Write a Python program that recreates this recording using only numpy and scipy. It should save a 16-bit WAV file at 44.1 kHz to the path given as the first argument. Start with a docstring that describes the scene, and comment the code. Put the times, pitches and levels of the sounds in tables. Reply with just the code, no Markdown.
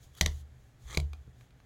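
"""A clear acrylic ruler is set down on a board panel lying on a cutting mat: two sharp taps, then a short slide
and a duller clack as it is pressed flat, then light ticks and a dull fingertip touch.
Ruler contacts are damped modes plus a noise crack, and thump the modes of the table; slide, brushing hands
and ticks are coloured noise. A small room answers over a low hum and faint hiss."""
import sys
import numpy as np
from scipy import signal
from scipy.fft import rfft, irfft, next_fast_len
from scipy.io import wavfile
from scipy.ndimage import uniform_filter1d

SR = 44100
rng = np.random.default_rng(int(sys.argv[2]) if len(sys.argv) > 2 else 0)


def inscribe(sig):
    """Save sig as 16-bit PCM at rate SR to the path in sys.argv[1].

    A 1-D sig is mono; a 2-D sig holds one channel per row.
    Samples are clipped to [-1, 1] before scaling.
    """
    pcm = np.round(np.clip(np.atleast_2d(sig).T, -1, 1) * 32767)
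    wavfile.write(sys.argv[1], SR, pcm.astype(np.int16))


N = 72765


def undb(db):
    """Decibels to gain."""
    return 10 ** (np.asarray(db) / 20)


def unit(x):
    """Scale to an rms of one."""
    return x / np.sqrt(np.mean(x ** 2))


def fade(t, t60_s):
    """Exponential decay, 60 dB down after t60."""
    return np.exp(-np.log(1000) * t / max(t60_s, 1e-4))


def since(start_s):
    """Seconds since a moment, zero before it."""
    return np.maximum(np.arange(N) / SR - start_s, 0)


def envelope(points):
    """Gain curve through (s, dB) points, straight in dB."""
    times_s, levels_db = np.array(points).T
    return undb(np.interp(since(0), times_s, levels_db))


def colour(x, points):
    """Minimum-phase filter through (Hz, dB) points, made causal by folding the cepstrum."""
    hz, db = np.array(points, float).T
    size = 2 * next_fast_len(N)
    bins_hz = np.maximum(np.fft.rfftfreq(size, 1 / SR), 1)
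    log_gain = np.log(undb(np.interp(np.log(bins_hz), np.log(hz), db)))
    cepstrum = irfft(log_gain)
    cepstrum[1:size // 2] *= 2
    cepstrum[size // 2 + 1:] = 0
    response = np.exp(rfft(cepstrum))
    return irfft(rfft(x, size) * response)[:N]


def noise(points):
    """Coloured noise with an rms of one."""
    return unit(colour(rng.standard_normal(N), points))


def ring(t, modes):
    """Sum of exponentially damped sine modes (Hz, dB, t60 s)."""
    return sum(undb(db) * np.sin(2 * np.pi * hz * t) * fade(t, t60_s) for hz, db, t60_s in modes)


def background():
    """Room rumble and hiss as coloured noise, with a mains hum as one sine."""
    # Each row: frequency in Hz, spectral density in dB.
    hiss_colour = [(15, -45), (25, -13.5), (66, -3), (92, -15.5), (123, 2.5), (149, -16), (285, -22),
                   (354, -26), (439, -24.5), (503, -27.5), (818, -27.5), (962, -34.5), (1740, -31),
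                   (2550, -38), (16000, -56.5)]
    hiss_db, hum_db, hum_hz = -57.5, -68, 120
    hum = unit(np.sin(2 * np.pi * hum_hz * since(0)))
    return undb(hiss_db) * noise(hiss_colour) + undb(hum_db) * hum


def brush():
    """Skin passing lightly over plastic and mat: a smooth bright hiss of varying level."""
    # Each row: frequency in Hz, spectral density in dB.
    brush_colour = [(500, -1.5), (2000, -7), (3400, 4), (5000, -2), (6800, 4.5), (8800, -6.5), (11000, -2),
                    (13500, -7.5), (16000, -6.5)]
    # Each row: time in seconds, level in dB.
    brush_level = [(0, -73), (0.037, -62.5), (.075, -72), (0.111, -75.5), (0.162, -68.5), (0.177, -54),
                   (.205, -61.5), (.33, -63), (0.413, -65), (.435, -82), (0.661, -75.5), (.77, -82),
                   (.83, -67.5), (0.879, -67.5), (.96, -59.5), (1.05, -76.5), (1.33, -81.5), (1.42, -70.5),
                   (1.5, -84.5), (1.65, -81)]
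    return noise(brush_colour) * envelope(brush_level)


def table(t, column):
    """Boom of the table: damped modes, each building up over about its first cycle."""
    # Each row: frequency in Hz, level under a tap in dB, level under a press in dB, t60 in seconds.
    table_modes = [(38, -28, -39.5, 0.28), (60.97, -46, -35, 0.74), (73.68, -24, -24, 0.58),
                   (94.2, -28, -39.5, 0.14), (143.5, -37.5, -27.5, 0.23), (165.7, -28.5, -31, 0.12),
                   (239, -41.5, -52, 0.15), (340, -47.5, -43, 0.1695), (449, -49.5, -52, 0.33),
                   (511, -49, -54, 0.14), (630, -41, -43, 0.15)]
    rise_cycles = 0.53
    boom = np.zeros_like(t)
    for mode in table_modes:
        hz, db, t60_s = mode[0], mode[column], mode[-1]
        boom += ring(t, [(hz, db, t60_s)]) * (1 - np.exp(-t * hz / rise_cycles))
    return -boom


def hands():
    """Soft bumps of the hands on the table: slow pushes that reach only its lowest modes."""
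    # Each row: start in seconds, level in dB, push length in seconds.
    bumps = [(0.047, -16, 0.018), (0.832, -8, 0.021), (0.8486, -3.5, 0.02), (.887, -16.5, 0.01067)]
    out = np.zeros(N)
    for start_s, db, length_s in bumps:
        push = np.sin(np.pi * np.minimum(since(start_s) / length_s, 1)) ** 2
        out += undb(db) * signal.fftconvolve(push / push.sum(), table(since(0), column=2))[:N]
    return out


def slide():
    """Uneven friction of ruler on board: a short squeak among the taps, a longer slide into the press."""
    # Squeak of the edge, then slide. Each row: frequency in Hz, spectral density in dB.
    squeak_colour = [(500, -22), (950, -13.5), (1200, -2.5), (1550, -6), (2800, -15.5), (3350, 8.5),
                     (3900, -11.5), (5200, -25), (6500, -10.5), (8000, -20.5), (16000, -29.5)]
    slide_colour = [(180, -9), (370, -5.5), (800, -9), (1200, 2.5), (1500, -10.5), (2150, 0.5),
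                    (2750, -16.5), (3400, 0.5), (5100, -18.5), (6400, -3), (8000, -12.5), (9500, -18),
                    (16000, -29)]
    # Squeak, then slide. Each row: time in seconds, level in dB.
    squeak_level = [(0.129, -89.5), (0.151, -61.5), (.172, -62.5), (0.186, -52), (.197, -70), (.22, -91.5)]
    slide_level = [(.8, -98.5), (0.882, -56), (0.898, -51.5), (0.947, -48.5), (0.966, -60.5), (1.03, -87)]
    grain_depth = 0.55  # standard deviation of the log gain
    roughness = unit(uniform_filter1d(rng.standard_normal(N), size=50))
    grains = rng.standard_normal(N) * np.exp(grain_depth * roughness)
    squeak = unit(colour(grains, squeak_colour)) * envelope(squeak_level)
    return squeak + unit(colour(grains, slide_colour)) * envelope(slide_level)


def blows(events, modes, crack_colour, crack_db, rise_s, column):
    """Contacts ring the ruler (higher modes die sooner), crack and thump the table; returns direct, room spill."""
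    centre_hz, ring_t60_s, ring_damping = 4000, 0.008, 0.25  # t60 at the centre, and its slope
    crack_t60_s = 0.015
    # the room hears the ruler from all sides: a broad snap and only part of its ring
    spill_snap_db, spill_click_db = -3, -7
    direct, spill = np.zeros(N), np.zeros(N)
    for start_s, ring_db, noise_db, thump_db, tilt_db in events:
        t = since(start_s)
        tilted_modes = []
        for hz, db in modes:
            t60_s = ring_t60_s * (centre_hz / hz) ** ring_damping
            tilted_modes.append((hz, db + tilt_db * np.log2(hz / centre_hz), t60_s))
        tilted_colour = [(hz, db + tilt_db * np.log2(hz)) for hz, db in crack_colour]
        tone = undb(ring_db) * ring(t, tilted_modes)
        crack = undb(crack_db + noise_db) * noise(tilted_colour) * fade(t, crack_t60_s)
        rise = 1 - np.exp(-(t / rise_s) ** 2)
        click = (tone + crack) * rise
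        impulse = signal.unit_impulse(N, int(start_s * SR))
        snap = unit(colour(impulse, tilted_colour)) / np.sqrt(N)  # unit energy
        direct += click + undb(thump_db) * table(t, column)
        spill += undb(spill_click_db) * click + undb(spill_snap_db + ring_db) * snap
    return direct, spill


def taps():
    """The free ruler strikes the board: fast rise, bright modes."""
    # Each row: start in seconds, ring in dB, crack in dB, table thump in dB, treble tilt in dB per octave.
    tap_events = [(.1505, -48.5, -33.5, -46.5, 12.5), (.2106, 3.5, 5, 2.5, -0.5),
                  (.2146, -15, -18, -36.5, 7.5), (.2606, -1.5, -3.5, -4.5, -1.5)]
    # Each row: frequency in Hz, level in dB.
    ruler_modes = [(1150, -25.5), (1650, -33), (2040, -18), (3270, -11.5), (3680, -14), (4100, -27),
                   (4950, -29), (5480, -28.5), (5950, -9.5), (6400, -11), (7400, -33), (8280, -25),
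                   (9040, -28), (11400, -30), (12400, -29)]
    # Each row: frequency in Hz, spectral density in dB.
    crack_colour = [(100, -5.5), (400, 3), (750, -5), (1100, -1.5), (1600, -4.5), (2100, 6), (2700, -6),
                    (3500, 7), (6500, -2), (9500, -9), (12500, -8), (13500, -13.5), (16000, -17.5)]
    return blows(tap_events, ruler_modes, crack_colour, crack_db=-17.5, rise_s=0.00061, column=1)


def presses():
    """The ruler is pressed onto the panel: slower rise, modes of the held ruler."""
    # Each row: start in seconds, ring in dB, crack in dB, table thump in dB, treble tilt in dB per octave.
    press_events = [(.9463, -14.5, -11, -26, -1), (.9502, -23, -12, -45.5, -0.5), (.9724, -0.5, 5, 1, -2),
                    (.9996, -16, -11, -37.5, -0.5)]
    # Each row: frequency in Hz, level in dB.
    held_modes = [(1170, -47), (2280, -9.5), (3300, -35.5), (4030, -9.5), (4750, -15.5), (6500, -21),
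                  (6900, -36), (8250, -33), (11100, -30), (14700, -28)]
    # Each row: frequency in Hz, spectral density in dB.
    crack_colour = [(100, 0), (400, 2.5), (1100, -1), (1700, -8.5), (2300, -30.5), (2900, 3.5), (4200, 0.5),
                    (5700, -6), (7000, 0.5), (9500, -10.5), (11000, -5.5), (13000, -16.5), (16000, -17)]
    return blows(press_events, held_modes, crack_colour, crack_db=-21.5, rise_s=0.0013, column=2)


def fingers():
    """Fingertips settle: short decaying noise ticks on the plastic, one dull modal touch on the board."""
    # Each row: start in seconds, level in dB, t60 in seconds.
    tick_events = [(1.1327, -39.5, 0.018), (1.4099, -55, 0.019), (1.507, -60, 0.014), (1.602, -56.5, 0.014)]
    # Each row: frequency in Hz, spectral density in dB.
    tick_colour = [(150, -17), (500, 4), (1100, 3), (1600, 1), (2000, -18), (2350, 12.5), (2900, -6.5),
                   (3700, -2.5), (5500, -12.5), (6700, -13.5), (9000, -26.5), (16000, -20)]
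    # Each row: frequency in Hz, level in dB, t60 in seconds.
    touch_modes = [(130, -43, 0.064), (165.6, -56.5, 0.2), (249.6, -59.5, 0.14), (395, -63, 0.073)]
    touch_s = 1.2775
    burst = noise(tick_colour)
    out = ring(since(touch_s), touch_modes)
    for start_s, db, t60_s in tick_events:
        t = since(start_s)
        out += undb(db) * burst * fade(t, t60_s) * (t > 0)
    return out


def room(x):
    """A few near echoes, quick scatter off the table top and a short diffuse tail."""
    # Each row: frequency in Hz, spectral density in dB.
    room_colour = [(60, -9.5), (250, 8.5), (600, 7), (1200, 3.5), (2500, 2), (6000, 0.5), (10000, -1),
                   (16000, -8)]
    # Nearby surfaces. Each row: delay in seconds, level in dB.
    reflections = [(.0112, -17.5), (0.0183, -20.5), (0.022, -30.5)]
    tail_db, tail_t60_s, tail_delay_s = -15.5, 0.18, 0.011
    scatter_db, scatter_t60_s = -14.5, 0.04
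    late = since(tail_delay_s)
    tail = undb(tail_db) * unit(noise(room_colour) * fade(late, tail_t60_s) * (late > 0))
    scatter = undb(scatter_db) * unit(noise(room_colour) * fade(since(0), scatter_t60_s))
    echoes = sum(undb(db) * np.pad(x, (int(abs(delay_s) * SR), 0))[:N] for delay_s, db in reflections)
    return echoes + signal.fftconvolve(x, (tail + scatter) / np.sqrt(N))[:N]


def scene():
    """Ruler, table and hands in the room."""
    press_room_db = -4.5  # the hand covers the ruler, so less reaches the room
    tap_direct, tap_spill = taps()
    press_direct, press_spill = presses()
    handling = slide() + brush() + fingers()
    wet = room(handling + tap_spill + undb(press_room_db) * press_spill)
    return (tap_direct + press_direct + handling + wet + hands() + background())[None]


def record(dry):
    """The recorder cuts the top: a steep elliptic low-pass."""
    top_hz = 16300
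    lowpass = signal.ellip(8, 0.2, 70, top_hz, fs=SR, output="sos")  # 0.2 dB ripple, 70 dB stop
    return signal.sosfilt(lowpass, dry)


dry = scene()
out = record(dry)
inscribe(out)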